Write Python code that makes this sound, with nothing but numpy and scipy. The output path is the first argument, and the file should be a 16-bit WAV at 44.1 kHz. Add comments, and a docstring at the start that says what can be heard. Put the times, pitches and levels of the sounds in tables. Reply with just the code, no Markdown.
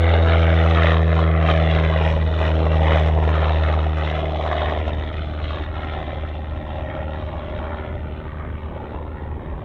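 """Open airfield: a light single-engine plane climbs past at full power and flies away.
Four cylinders and two propeller blades beat in step: a deep drone, plus an exhaust rasp on each firing.
The rasp flutters in turbulent air and mixes with its ground reflection.
A breeze rumbles at the microphone."""
import sys
import numpy as np
from scipy import signal
from scipy.fft import rfft, irfft, next_fast_len
from scipy.io import wavfile
from scipy.ndimage import uniform_filter1d

SR = 44100
rng = np.random.default_rng(int(sys.argv[2]) if len(sys.argv) > 2 else 0)


def dump(signal):
    """Clip the signal to [-1, 1] and save it as 16-bit WAV at the path in sys.argv[1]."""
    limited = np.clip(np.atleast_2d(signal).T, -1, 1)
    pcm = np.round(limited * 32767).astype(np.int16)
    wavfile.write(sys.argv[1], SR, pcm)


N = 425124
TIME_S = np.arange(N) / SR

# Firing rate as heard, lowered by Doppler shift: (time [s], rate [Hz])
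FIRING_RATE_HZ = [(0, 83.0), (1.0, 81.26), (1.8, 79.9), (2.6, 79.2), (3.8, 77.58), (5.0, 76.55),
                  (7.0, 76.95), (8.2, 76.7), (9.64, 75.7)]
# Flight path: (time [s], view [0 side, 1 astern, 2 far])
FLIGHT_VIEW = [(0, 0), (4.5, 0.16), (5.3, 0.17), (6.3, 0.69), (7.6, 1.51), (8.15, 1.8), (9.2, 2),
               (9.64, 1.8)]
# Drone base levels: (time [s], fundamental [dB], octave [dB], overtones [dB])
DRONE_DB = [(0.05, -14, -32, -28.5), (0.48, -14, -25, -27.5), (1.78, -17, -22.5, -31),
            (2.21, -17.5, -28, -38.5), (2.29, -19, -34, -36), (2.59, -17.5, -27, -27.5),
            (2.83, -15.5, -25, -33.5), (3.79, -17, -32.5, -35.5), (4.16, -22.5, -30.5, -35.5),
            (4.88, -23.5, -44.5, -33.5), (5.15, -25, -40, -41.5), (6.35, -29.5, -47, -40),
            (7.18, -30.5, -41.5, -40), (7.93, -31, -48, -37.5), (8.33, -33, -38.5, -41.5),
            (8.76, -32.5, -48, -37), (9.51, -31, -46.5, -45), (9.64, -44, -50, -41)]
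# Overtone gains by view: (multiple of firing rate [-], side [dB], astern [dB], far [dB])
OVERTONE_DB = [(3, -7.5, -5, -4.5), (4, -2, -9.5, -7.5), (5, -3.5, -4.5, -2), (6, 0, -29.5, -15.5),
               (7, -4.5, -2, -9), (8, -7.5, -9, -13)]
# Cylinder strengths in firing order: (gain [dB])
CYLINDER_GAIN_DB = [2.5, -1, -1, -1.5]
# Rasp spectra by view; pipe resonances near 630, 1280, 1950 Hz: (frequency [Hz], gain [dB])
SIDE_SPECTRUM_DB = [(200, -14), (330, -9), (460, -6.5), (640, 0), (890, -7), (1280, -8.5), (1570, -14),
                    (1970, -11), (2390, -16), (3400, -15.5), (3650, -16.5), (4000, -22), (10000, -31.5)]
ASTERN_SPECTRUM_DB = [(200, -14), (330, -4.5), (475, -18), (605, 7.5), (720, -2), (820, 1.5), (930, -4.5),
                      (1210, -11), (1350, -7.5), (1570, -16), (1900, -7.5), (2140, -16.5), (2790, -19),
                      (3650, -21), (4000, -30), (10000, -47.5)]
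FAR_SPECTRUM_DB = [(200, -8), (380, -2.5), (590, -1), (720, -6.5), (900, 1), (1260, -9), (1340, -7.5),
                   (1640, -16), (1870, -12), (2660, -31.5), (3690, -35), (4000, -41), (10000, -44.5)]
# Rasp base levels, sinking with distance: (time [s], bark [dB], snarl [dB], crackle [dB])
RASP_DB = [(0.0, -29.0, -32, -39), (0.12, -26, -29, -35), (1.9, -23.5, -32.0, -37.0),
           (2.25, -29.5, -40.0, -43.0), (2.7, -25.5, -36, -40.0), (4.7, -28.0, -41, -41.5),
           (5.1, -37, -40.0, -45.0), (6.5, -39, -45.0, -51), (7.5, -32.5, -44.0, -48.5),
           (8.15, -40.5, -46, -53.5), (9.64, -38.0, -49, -58.0)]
# Sizzle relative to crackle, peaking at the pass: (time [s], gain [dB])
SIZZLE_DB = [(0, -10), (2.0, -6), (2.85, -6), (3.04, -1), (3.3, -7), (4.3, -8.5), (6.0, -11), (9.64, -16)]
# Air-borne swells and fades of the rasp: (centre [s], length [s], bark [dB], snarl [dB], crackle [dB])
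RASP_SWELLS_DB = [(0.32, 0.15, 2.5, 5.5, 1.5), (0.86, 0.31, 3, 7.0, 4.5), (1.05, 0.32, -4, -5.5, -4),
                  (1.33, 0.31, -4, -1, -9.5), (1.5, 0.083, 2, 10, 7.5), (1.73, 0.24, 0, 1.5, 2),
                  (2.08, 0.2, 3, 3.5, 6), (2.45, 0.2, 2.5, 8.5, 5.5), (2.94, 0.33, 3.5, 10, 4.5),
                  (3.17, 0.17, -0.5, -5.5, -6), (3.41, 0.4, 1.5, 6.0, 2.5), (3.68, 0.57, 0.5, 5.5, 2.5),
                  (3.9, 0.3, -4, 1, -1), (4.1, 0.39, -2.5, 8, 5), (4.6, 0.49, 2.5, 9.5, 3),
                  (5.54, 0.43, 2.5, 2.0, 5), (5.7, 0.15, -4, -3.5, -5), (5.97, 1, 6.5, 4, 4),
                  (6.37, 0.14, 4.5, -9, 2), (6.95, 0.67, 4.5, 6, -1.5), (7.72, 0.54, 0.5, 7.0, 1.5),
                  (8.39, 0.47, 0.5, 5, 0.0), (8.83, 0.55, 5.5, 0.5, 3)]
# Single-firing accents, mostly louder: (time [s], gain [dB])
FIRING_ACCENTS_DB = [(.14, 6), (.333, -4), (1.464, 1), (2.566, 0.5), (2.669, 2), (2.922, 1.5), (3.176, 3),
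                     (3.33, -2), (3.484, -0.5), (3.688, 3.5), (4.36, 2), (4.464, 2.5), (4.516, 5),
                     (4.621, 4), (4.881, 10.5)]
# Ground reflection, later as the plane climbs: (time [s], lag [ms], gain [-])
GROUND_BOUNCE = [(0, 1.37, 0.44), (.4, 1.34, 0.38), (.8, 1.54, 0.22), (1.5, 1.6, 0.23), (2.0, 2.08, 0.41),
                 (2.6, 2.02, 0.12), (4.2, 2.4, 0.053), (6.0, 3.89, 0.38), (7.0, 3.69, 0.21),
                 (8.3, 3.26, 0.18), (9.64, 3.8, 0.11)]
# Breeze base level: (time [s], level [dB])
BREEZE_DB = [(0, -49), (.7, -48.5), (1.8, -39.5), (3.2, -38.5), (3.8, -44), (4.4, -43.5), (5.3, -38),
             (9.64, -39.5)]
# Gusts: (crest [s], length [s], gain [dB])
GUSTS_DB = [(2.16, .4, 5), (4.9, 0.94, 4.5), (7.6, 0.23, 5.5), (7.98, 0.43, 3.5), (9.45, 0.61, 3)]
# Wind rumble spectrum: (frequency [Hz], gain [dB])
WIND_SPECTRUM_DB = [(10, -24), (22, -8.5), (35, -4), (65, 0), (100, -2.5), (150, -10), (300, -14.5),
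                    (700, -35), (2000, -48), (6000, -70)]
# Microphone treble loss: (frequency [Hz], gain [dB])
MIC_RESPONSE_DB = [(3900, -1), (4250, -7), (4550, -16.5), (4850, -16.5), (5300, -11), (6200, -13.5),
                   (8000, -22), (11000, -38), (16000, -49.5)]


def drone(firings, view_weights, waver_db=1.0, far_waver_db=2.0, wander_cycles=0.028):
    """Blade passes and exhaust pulses sum to a sawtooth-like wave that wavers more with distance."""
    fundamental_db, octave_db, upper_db = envelopes(DRONE_DB)
    octave_trim_db, upper_trim_db = 0.5, -1.5
    phase_rad = 2 * np.pi * firings
    fading_db = far_waver_db * (1 - view_weights[0])
    wave = from_db(fundamental_db + fading_db * drift(21)) * np.sin(phase_rad)
    wave += from_db(octave_db + octave_trim_db + fading_db * drift(9.3)) * np.sin(2 * phase_rad)
    for multiple, *view_db in OVERTONE_DB:
        level_db = upper_db + upper_trim_db + np.array(view_db) @ view_weights + waver_db * drift(4.1)
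        wander_rad = 2 * np.pi * wander_cycles * drift(4.1)
        wave += from_db(level_db) * np.sin(round(multiple) * (phase_rad + wander_rad))
    return np.sqrt(2) * wave


def exhaust_rasp(firings, view_weights, far_blur=0.2, trims_db=(0.2, 0.3, 0.4, -0.5)):
    """Exhaust puffs: a lopsided bark in the pipe's lowest resonance, gritty snarl and crackle above."""
    crispness = 1 - far_blur * view_weights[2]
    bark = puffs(firings, depth_db=4.1 * crispness, scatter_db=1.6, imbalance=0.86,
                 lead_cycles=0.097, grit_db=0.6, repeat_db=-1.0)
    grit = puffs(firings, depth_db=5.5 * crispness, scatter_db=0.95, imbalance=0.15,
                 lead_cycles=0.0, grit_db=1.5, repeat_db=-9.0)
    source = grit + low_pass(bark - grit, cutoff_hz=950)   # crossover: bark below, grit above
    spectra = [SIDE_SPECTRUM_DB, ASTERN_SPECTRUM_DB, FAR_SPECTRUM_DB]
    radiated = sum(weight * shaped(source, spectrum) for weight, spectrum in zip(view_weights, spectra))
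    arriving = turbulence(ground_reflection(radiated))
    bands = split(arriving, edges_hz=[1100, 2300, 4600])
    return sum(band / running_rms(band) * from_db(level_db + trim_db)
               for band, level_db, trim_db in zip(bands, rasp_levels_db(), trims_db))


def puffs(firings, depth_db, scatter_db, imbalance, lead_cycles, grit_db, repeat_db, skew_rad=0.43):
    """Gas leaving the pipe: one quick-rising puff per firing, strength set by cylinder and chance."""
    index = np.round(firings + lead_cycles).astype(int)
    cylinder_db = np.array(CYLINDER_GAIN_DB)[index % len(CYLINDER_GAIN_DB)]
    strength_db = imbalance * cylinder_db + scatter_db * rng.standard_normal(1000)[index]
    phase_rad = 2 * np.pi * (firings + lead_cycles)
    pulse = np.cos(phase_rad + skew_rad * (1 + np.cos(phase_rad)))
    jet = unit_rms(rng.standard_normal(N) * from_db(grit_db * drift(320)))
    gas = jet + from_db(repeat_db) * repeating_flow(firings)
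    return unit_rms(gas * from_db(depth_db * pulse + strength_db * np.sqrt((1 + pulse) / 2)))


def repeating_flow(firings, points=2048):
    """Exhaust flow that recurs every four-stroke cycle, changing slowly."""
    position = firings / len(CYLINDER_GAIN_DB) % 1 * points
    shapes = rng.standard_normal((4, points))
    return unit_rms(sum(drift(1.67) * np.interp(position, np.arange(points), shape) for shape in shapes))


def rasp_levels_db(waver_db=1.5, accent_s=0.029, treble_share=0.38):
    """Bark, snarl, crackle and sizzle levels: slow decline, swells, accents, slight waver."""
    bark_db, snarl_db, crackle_db = envelopes(RASP_DB) + swells_db(RASP_SWELLS_DB)
    sizzle_db, = envelopes(SIZZLE_DB)
    accent_db, = swells_db([(time_s, accent_s, db) for time_s, db in FIRING_ACCENTS_DB])
    treble_db = [db + treble_share * accent_db for db in (snarl_db, crackle_db, crackle_db + sizzle_db)]
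    return [db + waver_db * drift(7.5) for db in [bark_db + accent_db, *treble_db]]


def ground_reflection(x):
    """A weaker, later copy off the airfield: a comb whose teeth slide down."""
    lag_ms, gain = envelopes(GROUND_BOUNCE)
    return x + gain * delayed(x, lag_ms)


def turbulence(x, scatter=0.14, max_lag_ms=2.92, flutter_db=0.87, flicker_db=1.97, count=8):
    """Eddies scatter treble along longer paths: peaks and dips come and go; each band also flickers."""
    treble = x - low_pass(x, cutoff_hz=700)
    for lag_ms in np.linspace(max_lag_ms / count, max_lag_ms, count):
        x = x + scatter * drift(3.14) * delayed(treble, lag_ms)
    bands = split(x, edges_hz=np.geomspace(500, 4500, count))
    return sum(band * from_db(flutter_db * drift(11) + flicker_db * drift(20)) for band in bands)


def breeze(waver_db=1.0, trim_db=6.5):
    """Air moving past the microphone: lumpy low rumble with a few gusts."""
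    base_db, = envelopes(BREEZE_DB)
    gust_db, = swells_db(GUSTS_DB)
    gain = from_db(base_db + gust_db + trim_db + waver_db * drift(8.9))
    return gain * unit_rms(shaped(rng.standard_normal(N), WIND_SPECTRUM_DB))


def from_db(db):
    return 10 ** (np.asarray(db) / 20)


def unit_rms(x):
    return x / np.sqrt(np.mean(x ** 2) + 1e-20)


def running_rms(x, window_samples=3500):
    """RMS over about six firings."""
    return np.sqrt(uniform_filter1d(x ** 2, window_samples) + 1e-12)


def envelopes(rows):
    """One per-sample curve for each value column."""
    times_s, *columns = np.transpose(rows)
    return [np.interp(TIME_S, times_s, column) for column in columns]


def swells_db(rows):
    """Summed raised-cosine bumps, one curve per gain column."""
    curves_db = np.zeros((len(rows[0]) - 2, N))
    for centre_s, length_s, *gains_db in rows:
        span = slice(*np.searchsorted(TIME_S, [centre_s - length_s / 2, centre_s + length_s / 2]))
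        bump = np.cos(np.pi * (TIME_S[span] - centre_s) / length_s) ** 2
        curves_db[:, span] += np.outer(gains_db, bump)
    return curves_db


def drift(corner_hz, hop_samples=100):
    """Low-passed random wander, RMS about 1."""
    pole = np.exp(-2 * np.pi * corner_hz * hop_samples / SR)
    noise = rng.standard_normal(N // hop_samples + 1002)
    slow = signal.lfilter([1], [1, -2 * pole, pole * pole], noise)[1000:]   # skip settling
    return np.interp(np.arange(N) / hop_samples, np.arange(len(slow)), unit_rms(slow))


def delayed(x, lag_ms):
    return np.interp(TIME_S - lag_ms / 1000, TIME_S, x)


def shaped(x, spectrum):
    """Filter by a (frequency [Hz], gain [dB]) table."""
    hz, db = np.transpose(spectrum)
    size = next_fast_len(N, True)
    bins_hz = np.maximum(np.arange(size // 2 + 1) * SR / size, 1)
    gain = from_db(np.interp(np.log(bins_hz), np.log(hz), db))
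    return irfft(rfft(x, size) * gain, size)[:N]


def low_pass(x, cutoff_hz):
    """Zero phase, so adjoining bands sum back."""
    return signal.sosfiltfilt(signal.butter(6, cutoff_hz, fs=SR, output="sos"), x)


def split(x, edges_hz):
    """Adjoining bands, low to high."""
    return np.diff([0 * x, *[low_pass(x, hz) for hz in edges_hz], x], axis=0)


def scene():
    """Plane and breeze, mono."""
    firing_hz, = envelopes(FIRING_RATE_HZ)
    firings = 1 / 4 + np.cumsum(firing_hz) / SR   # running count
    view, = envelopes(FLIGHT_VIEW)
    view_weights = np.maximum(1 - np.abs(view - np.arange(3)[:, None]), 0)   # side, astern, far
    return (drone(firings, view_weights) + exhaust_rasp(firings, view_weights) + breeze())[None]


def record(dry):
    """Dull microphone, faint hiss, steep top cut."""
    hiss_db, cutoff_hz = -77.5, 15700
    sound = shaped(dry[0], MIC_RESPONSE_DB) + from_db(hiss_db) * rng.standard_normal(N)
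    top_cut = signal.ellip(10, 0.1, 80, cutoff_hz, fs=SR, output="sos")
    return signal.sosfilt(top_cut, sound)[None]


dry = scene()
out = record(dry)
dump(out)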